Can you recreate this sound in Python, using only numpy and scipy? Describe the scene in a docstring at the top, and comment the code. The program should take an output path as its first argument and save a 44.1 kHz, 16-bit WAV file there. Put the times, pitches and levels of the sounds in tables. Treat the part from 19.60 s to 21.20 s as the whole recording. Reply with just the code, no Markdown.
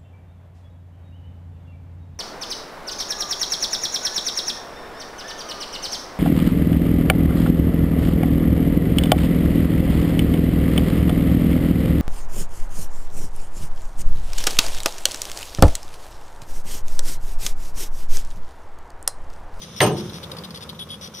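"""Open field with earth mounds, a tipper truck idling: filtered noise throbs as its diesel and hisses as air.
Soil, grains in coloured noise, slides off. Close by, something small, perhaps a bird, gives scratchy chirps
(clicks and noise through resonances) and two thin whistles (wavering tones). The steel tailgate swings shut
against the raised bed: a noise-burst clank at first contact, every contact ringing through random plate modes,
and decaying sines for the thumps, the gate panel, the boom of the empty body and the bright latch jingle."""
import sys
import numpy as np
from scipy import signal
from scipy.fft import rfft, irfft
from scipy.io import wavfile
from scipy.ndimage import uniform_filter1d

SR = 44100
rng = np.random.default_rng(int(sys.argv[2]) if len(sys.argv) > 2 else 0)


def generate_wav(sig):
    """Save sig (samples, or channels by samples) to the path in sys.argv[1] as 16-bit PCM at SR."""
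    pcm = np.round(np.clip(np.atleast_2d(sig).T, -1, 1) * 32767).astype(np.int16)
    wavfile.write(sys.argv[1], SR, pcm)


N = 70560

# stereo image of the broad noises: (frequency [Hz], side minus mid [dB])
STEREO_WIDTH = [(60, -24), (150, -24), (500, -13), (1000, -9), (2000, -6), (4000, -1.5), (12000, -1)]

# sliding soil, loudness: (time [s], level [dB])
SOIL_LEVEL = [(0, -48.5), (.1, -47.5), (.4, -41), (.55, -42), (.75, -38), (.9, -42.5), (1.1, -42),
              (1.25, -45), (1.4, -45), (1.6, -45)]
# sliding soil, colour: (frequency [Hz], relative density [dB per Hz])
SOIL_COLOUR = [(60, -45), (170, 8.5), (260, -8.5), (350, -3), (520, 2), (680, -9.5), (1150, -4.5),
               (1800, -15), (3000, -18.5), (7000, -29.5), (15000, -28)]
CLODS_PER_S, CLOD_SPREAD_DB = 1400, -3.5

# engine rumble, loudness: (time [s], level [dB])
ENGINE_LEVEL = [(0, -45), (.1, -46), (.45, -39), (.8, -43), (1.1, -43.5), (1.35, -43), (1.6, -45)]
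# engine rumble, colour: (frequency [Hz], relative density [dB per Hz])
ENGINE_COLOUR = [(20, -15), (45, -13), (75, 0), (110, -0.5), (170, -0.5), (215, -0.5), (260, -10),
                 (500, -30), (1000, -41)]
FIRING_HZ, FIRING_DEPTH = 41, 0.15  # mean rate; depth as a share of the amplitude

# faint outdoor hiss, loudness: (time [s], level [dB])
AIR_LEVEL = [(0, -46.5), (.45, -43.5), (.7, -54), (1.1, -55.5), (1.6, -54.5)]
# faint outdoor hiss, colour: (frequency [Hz], relative density [dB per Hz])
AIR_COLOUR = [(1000, -0.5), (2600, -4), (3600, 7.5), (4400, -5), (5400, 3.5), (6500, 0.5), (7400, -31),
              (9200, -2.5), (12000, -17.5), (15500, -41)]

# scratchy bursts: (start [s], length before release [s], mid-burst level [dB],
#                   resonance [Hz], resonance against rasp [dB])
CHIRP_BURSTS = [(0.016, 0.033, -41, 6050, -7), (0.162, 0.03, -39.5, 5540, -1),
                (0.365, 0.044, -39.5, 5500, -5), (0.493, 0.0098, -46, 3700, 5.5),
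                (0.531, 0.054, -42, 5630, -7.5), (0.627, 0.018, -39.5, 3670, -2.5),
                (0.714, 0.0068, -36, 3710, -4.5), (0.767, 0.0046, -37, 3620, -8),
                (0.783, 0.0058, -41, 4620, 2.5), (0.836, 0.017, -39.5, 3780, 1),
                (0.905, 0.0048, -39.5, 4800, -1.5), (0.943, 0.0097, -39, 5040, -15),
                (0.956, 0.025, -40.5, 4840, -4), (1.006, 0.012, -41.5, 5200, -5),
                (1.022, 0.017, -37, 3630, -16), (1.089, 0.014, -40, 3930, 0),
                (1.146, 0.0079, -56, 3500, 8.5), (1.189, 0.011, -39.5, 3680, -0.5),
                (1.211, 0.028, -49.5, 3550, 7), (1.288, 0.068, -45.5, 3300, -2.5),
                (1.41, 0.066, -40.5, 5660, -5.5), (1.539, 0.073, -43.5, 5700, 0.5)]
# rasp under every burst: (frequency [Hz], relative density [dB per Hz])
RASP_COLOUR = [(1500, -2), (2700, -5), (3500, 8.5), (4150, 2.5), (4900, 4), (6200, -7.5), (7400, -16),
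               (8600, -10), (10000, -1.5), (12300, -21), (15500, -43.5)]
# left-right tilt of the chirps and whistles: (frequency [Hz], left minus right [dB])
CHIRP_BALANCE = [(3000, 5), (5000, 3), (6500, 6), (9000, -7), (10200, 1.5), (11500, 12), (15000, 46.5)]
# thin whistles: (start [s], length before release [s], mean pitch [Hz], level [dB])
WHISTLE_NOTES = [(1.199, 0.031, 3410, -36), (1.299, 0.047, 3348, -37.5)]
WHISTLE_WOBBLE, WHISTLE_THIRD_DB = .024, -9  # rms share of pitch; third harmonic
CHIRP_ATTACK_S, CHIRP_RELEASE_S = .002, .0035  # release is a time constant
CHIRP_SAG_DB_PER_S, CHIRP_ROUGH_DB = 34, 2.4
# half-width of the resonance in a long burst; short bursts have no time to settle on a narrow one
CHIRP_WIDTH_HZ, CHIRP_SETTLE_S = 196, 0.006
OVERTONE_HZ, OVERTONE_WIDTH_HZ, OVERTONE_DB = 11360, 1500, -19.5
GRAINS_PER_S, GRAIN_DB = 630, -14
PORT_LAG_S = 0.0003578  # the right port hears the chirps later
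CHIRP_ECHO_DB, CHIRP_ECHO_T60_S = -8.5, .12

# tailgate contacts: (time [s], level [dB])
GATE_BLOWS = [(0.2031, -1), (0.2146, 1), (0.2236, -2), (0.238, -13), (0.262, -6)]
# the gate's mass lands and lands again: (time [s], level [dB])
GATE_THUMPS = [(0.2031, -1.5), (0.259, -5), (0.312, -10.5)]
THUMP_HZ, THUMP_DB, THUMP_T60_S = 126, -9, 0.074
# first steel-on-steel contact, resonances: (frequency [Hz], half-width [Hz], level [dB])
CLANK_RESONANCES = [(1806, 34, 0.5), (1830, 260, -1.5), (2037, 90, -5), (2773, 50, -3), (3820, 910, -2.5)]
CLANK_DB, CLANK_SPREAD_DB = -8.5, -7  # spread: unshared noise against shared noise
CLANK_HOLD_S, CLANK_T60_S = 0.0034, 0.04
# crowd of weaker plate modes, colour: (frequency [Hz], relative density [dB per Hz])
PLATE_COLOUR = [(30, -43), (70, -9), (120, 3), (205, 1.5), (255, -16.5), (310, -1.5), (420, -1.5),
                (700, -5.5), (1100, -6.5), (1400, -13.5), (2000, -14.5), (2900, -9.5), (4200, -21),
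                (6400, -16.5), (7600, -34.5), (9500, -24), (13300, -22), (15000, -71)]
# how long the plate rings: (frequency [Hz], t60 [s])
PLATE_RING = [(80, 0.25), (200, 0.97), (500, 0.4), (1400, 0.22), (3800, 0.18), (10000, 0.14)]
PLATE_DB, PLATE_NOISE_DB = -13.5, -7
PLATE_MODES_PER_HZ, MODE_SPREAD_DB = 0.04, 3.5  # density far up in the treble
# strongest modes of the empty bed: (frequency [Hz], level [dB], t60 [s])
BED_PARTIALS = [(138, 0, .5), (161, -3, .5), (185, -8, .4), (211, -2, .42), (291, -11, .6), (329, -6, .6),
                (357, -12, 1.05), (389, -4, .42), (447, -7, .42), (519, -8, .33), (600, -5, .25),
                (622, -5, .25), (739, -4, .27)]
BED_DB = -12
# swell time constants at BLOOM_HZ, shorter in proportion above: bending waves fill the steel
BED_BLOOM_S, PLATE_BLOOM_S, BLOOM_HZ = 0.035, 0.019, 202
# clearest modes of the gate panel itself: (frequency [Hz], level [dB], t60 [s])
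PANEL_PARTIALS = [(840, -5, .25), (903, -7, .47), (1051, -1, .22), (1253, -9, .3), (1747, 5, .1),
                  (2912, -6, .33), (4177, -14, .27)]
PANEL_DB, PANEL_ATTACK_S = -18, 0.0062
# latch strikes: (time [s], level [dB])
LATCH_STRIKES = [(0.2139, -2), (0.2288, -1.5), (0.271, -43), (0.319, -22)]
# modes of the latch: (frequency [Hz], level [dB], t60 [s])
LATCH_PARTIALS = [(8612, 0, .11), (8450, -6, .08), (8620, -27, .55), (9110, -9, .09), (9415, -20, .2),
                  (13750, -17, .09)]
LATCH_DB, LATCH_PAN_DB = -16, -5.5  # pan is left minus right
LATCH_CHATTER_DB, LATCH_ATTACK_S = 2, 0.0022

LOW_CUT_HZ, TOP_HZ = 36, 15200


def undb(db):
    """Decibels to gain."""
    return 10 ** (np.asarray(db) / 20)


def clock():
    """Time of every sample in seconds."""
    return np.arange(N) / SR


def unit(x):
    """Scale to rms 1."""
    return x / np.sqrt(np.mean(x ** 2) + 1e-20)


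def over_time(rows):
    """Gain drawn through (time [s], level [dB]) points."""
    return undb(np.interp(clock(), *np.array(rows).T))


def over_pitch(rows, hz):
    """Read (frequency [Hz], value) points on a log-frequency axis."""
    f, v = np.array(rows, float).T
    return np.interp(np.log(np.maximum(hz, 1)), np.log(f), v)


def bins():
    """Frequency of every spectral bin."""
    return np.arange(N // 2 + 1) * SR / N


def colour(x, rows):
    """Filter by (frequency [Hz], gain [dB]) points."""
    return irfft(rfft(x) * undb(over_pitch(rows, bins())), N)


def resonate(x, hz, half_width_hz):
    """A single resonance, down 6 dB at the half-width, at rms 1."""
    response = 1 / (1 + ((bins() - hz) / half_width_hz) ** 2)
    return unit(irfft(rfft(x) * response, N))


def spread(pair):
    """Two unrelated signals to left and right: alike in the bass, apart in the treble."""
    side = undb(over_pitch(STEREO_WIDTH, bins()))
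    a, b = rfft(pair)
    left_right = np.array([a + side * b, a - side * b])
    return irfft(left_right / np.sqrt(1 + side ** 2), N)


def noise():
    """Stereo noise, wider towards the treble."""
    return spread(rng.standard_normal((2, N)))


def walk(rate):
    """Smooth random drift of rms 1, about `rate` fresh values a second."""
    k = max(int(SR / rate), 1)
    steps = np.repeat(rng.standard_normal(N // k + 1), k)
    return unit(uniform_filter1d(steps, k)[:N])


def pan(db):
    """Left and right gains for a level difference, left minus right."""
    return undb(np.array([[db], [-db]]) / 2)


def gate(start, length, attack, release):
    """Linear attack, hold and exponential release."""
    t = clock() - start
    return np.clip(t / attack, 0, 1) * np.exp(-np.maximum(t - length, 0) / release)


def fade(t, t60):
    """Decay of 60 dB in t60."""
    return np.exp(-np.log(1000) * t / t60)


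def strike(ring, hits):
    """Play a fresh ring() at every (time [s], level [dB]) hit."""
    out = np.zeros((2, N))
    for s, db in hits:
        k = int(s * SR)
        out[:, k:] += undb(db) * ring()[..., :N - k]
    return out


def soil():
    """Clods of all sizes tumble down the steel floor: random clicks within coloured noise."""
    landings = rng.random((2, N)) < CLODS_PER_S / SR
    sizes = undb(CLOD_SPREAD_DB * rng.standard_normal((2, N)))
    clods = landings * rng.standard_normal((2, N)) * sizes
    crumbs = unit(spread(clods)) + undb(-1.5) * noise()
    flicker = undb(0.4 * walk(24.76))
    return unit(colour(crumbs, SOIL_COLOUR)) * over_time(SOIL_LEVEL) * flicker


def engine():
    """Low diesel rumble: noise throbbing with firings at a slightly wandering rate."""
    firing_hz = FIRING_HZ * (1 + 0.035 * walk(9.8))
    phase = 2 * np.pi * np.cumsum(firing_hz) / SR
    throb = noise() * (1 + FIRING_DEPTH * np.cos(phase))
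    return unit(colour(throb, ENGINE_COLOUR)) * over_time(ENGINE_LEVEL)


def hiss():
    """Hiss of the open field: coloured stereo noise whose level flickers slightly."""
    flicker = undb(0.37 * walk(31.8))
    return unit(colour(noise(), AIR_COLOUR)) * over_time(AIR_LEVEL) * flicker


def grit():
    """Dense tiny clicks in hiss, the raw scratch of the chirps."""
    clicks = (rng.random(N) < GRAINS_PER_S / SR) * np.sign(rng.standard_normal(N))
    return rng.standard_normal(N) + undb(GRAIN_DB) * unit(clicks)


def scratches():
    """Gritty bursts, each with its own resonance and shared overtones, sagging in level."""
    rasp = unit(colour(grit(), RASP_COLOUR))
    overtones = undb(OVERTONE_DB) * resonate(grit(), OVERTONE_HZ, OVERTONE_WIDTH_HZ)
    out = 0
    for start, length, db, hz, ring_db in CHIRP_BURSTS:
        width = CHIRP_WIDTH_HZ * (1 + CHIRP_SETTLE_S / length)
        ring = resonate(rng.standard_normal(N), hz, width) + overtones
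        sag = CHIRP_SAG_DB_PER_S * np.clip(clock() - start - length / 2, -length, length)
        envelope = undb(db - sag) * gate(start, length, CHIRP_ATTACK_S, CHIRP_RELEASE_S)
        out = out + envelope * (rasp + undb(ring_db) * ring)
    return out


def whistles():
    """Thin tones with a third harmonic and a fast random waver in pitch."""
    out = 0
    for start, length, hz, db in WHISTLE_NOTES:
        pitch = hz * (1 + WHISTLE_WOBBLE * walk(1100))
        phase = 2 * np.pi * np.cumsum(pitch) / SR
        tone = unit(np.sin(phase) + undb(WHISTLE_THIRD_DB) * np.sin(3 * phase))
        out = out + undb(db) * gate(start, length, CHIRP_ATTACK_S, CHIRP_RELEASE_S) * tone
    return out


def chirps():
    """Scratches and whistles together, roughened by a fast random level."""
    return (scratches() + whistles()) * undb(CHIRP_ROUGH_DB * walk(800))


def from_left(x):
    """A near sound reaches the left port first, tilted by pitch; the earth mounds scatter a little back."""
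    spectrum = rfft(x)
    lean = undb(over_pitch(CHIRP_BALANCE, bins()) / 2)
    lag = np.exp(-2j * np.pi * bins() * PORT_LAG_S)
    direct = irfft(np.array([spectrum * lean, spectrum / lean * lag]), N)
    tail = rng.standard_normal((2, N)) * fade(clock(), CHIRP_ECHO_T60_S)
    scatter = unit(tail) / np.sqrt(N)
    return direct + undb(CHIRP_ECHO_DB) * signal.fftconvolve(x[None], scatter, axes=1)[:, :N]


def clank():
    """First steel-on-steel contact: a resonant noise burst, mostly centred, with a little stereo spread."""
    contact = rng.standard_normal(N) + undb(CLANK_SPREAD_DB) * rng.standard_normal((2, N))
    ring = unit(sum(undb(db) * resonate(contact, hz, width) for hz, width, db in CLANK_RESONANCES))
    return ring * gate(GATE_BLOWS[0][0], CLANK_HOLD_S, 0.0021, CLANK_T60_S / np.log(1000))


def plate_modes():
    """Random mode positions, shared by all blows; in the bass they crowd into a continuum."""
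    hz = bins()
    crowding = 1 + (1200 / (hz + 1)) ** 2
    share = np.clip(PLATE_MODES_PER_HZ * SR / N * crowding, 1e-4, 1)
    present = rng.random(len(hz)) < share
    strength = undb(MODE_SPREAD_DB * rng.standard_normal(len(hz)))
    return present * strength / np.sqrt(share)


def plate(shape):
    """The plate's modes after one blow: the treble is at once and brief, the bass swells and stays."""
    t, out = clock(), 0
    ringing = unit(irfft(rfft(noise()) * shape, N)) + undb(PLATE_NOISE_DB) * noise()
    spectrum = rfft(unit(colour(ringing, PLATE_COLOUR)))
    octave = np.log2(np.clip(bins(), 62.5, 16000) / 62.5)
    for k in range(9):  # overlapping octave bands, each with its own swell and decay
        hz = 62.5 * 2 ** k
        band = irfft(spectrum * np.maximum(1 - abs(octave - k), 0), N)
        swell = 1 - np.exp(-t * hz / (PLATE_BLOOM_S * BLOOM_HZ))
        out = out + band * fade(t, over_pitch(PLATE_RING, hz)) * swell
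    return out


def thump():
    """A short low heave of the whole gate: one decaying sine."""
    t = clock()
    attack = np.minimum(t * THUMP_HZ, 1)
    return undb(THUMP_DB) * np.sin(2 * np.pi * THUMP_HZ * t) * fade(t, THUMP_T60_S) * attack


def boom():
    """The strongest modes of the empty bed, swelling as bending waves fill it."""
    t, out = clock(), 0
    for hz, db, t60 in BED_PARTIALS:
        swell = 1 - np.exp(-t * hz / (BED_BLOOM_S * BLOOM_HZ))
        out = out + undb(db) * np.sin(2 * np.pi * hz * t) * fade(t, t60) * swell
    return out


def panel():
    """The gate panel's clear partials, quick to speak on contact."""
    t = clock()
    ring = sum(undb(db) * np.sin(2 * np.pi * hz * t) * fade(t, t60) for hz, db, t60 in PANEL_PARTIALS)
    return ring * np.minimum(t / PANEL_ATTACK_S, 1)


def latch():
    """A small loose steel part rings high and chatters in its seat."""
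    t, ring = clock(), 0
    for hz, db, t60 in LATCH_PARTIALS:
        cycles = hz * t + rng.random((2, 1)) / 3  # left and right out of phase by a random part
        ring = ring + undb(db) * np.sin(2 * np.pi * cycles) * fade(t, t60)
    chatter = undb(LATCH_CHATTER_DB * walk(350))
    return ring * np.minimum(t / LATCH_ATTACK_S, 1) * chatter


def tailgate():
    """Clank of the first contact, every contact ringing the plate, thumps and boom of the bed, latch jingle."""
    shape = plate_modes()
    plate_rings = undb(PLATE_DB) * strike(lambda: plate(shape), GATE_BLOWS)
    thumps = strike(thump, GATE_THUMPS)
    body = strike(lambda: undb(BED_DB) * boom() + undb(PANEL_DB) * panel(), GATE_BLOWS[:1])
    jingle = undb(LATCH_DB) * pan(LATCH_PAN_DB) * strike(latch, LATCH_STRIKES)
    return undb(CLANK_DB) * clank() + plate_rings + thumps + body + jingle


def scene():
    """Soil, truck, hiss of the open field and chirps."""
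    return soil() + engine() + hiss() + from_left(chirps()) + tailgate()


def record(dry):
    """The recorder thins the deep bass, rounds the highest peaks and cuts the top."""
    low_cut = signal.butter(2, LOW_CUT_HZ, "high", fs=SR, output="sos")
    top_cut = signal.ellip(12, .2, 90, TOP_HZ, fs=SR, output="sos")
    thin = signal.sosfilt(low_cut, dry)
    return signal.sosfilt(top_cut, np.tanh(thin))


dry = scene()
out = record(dry)
generate_wav(out)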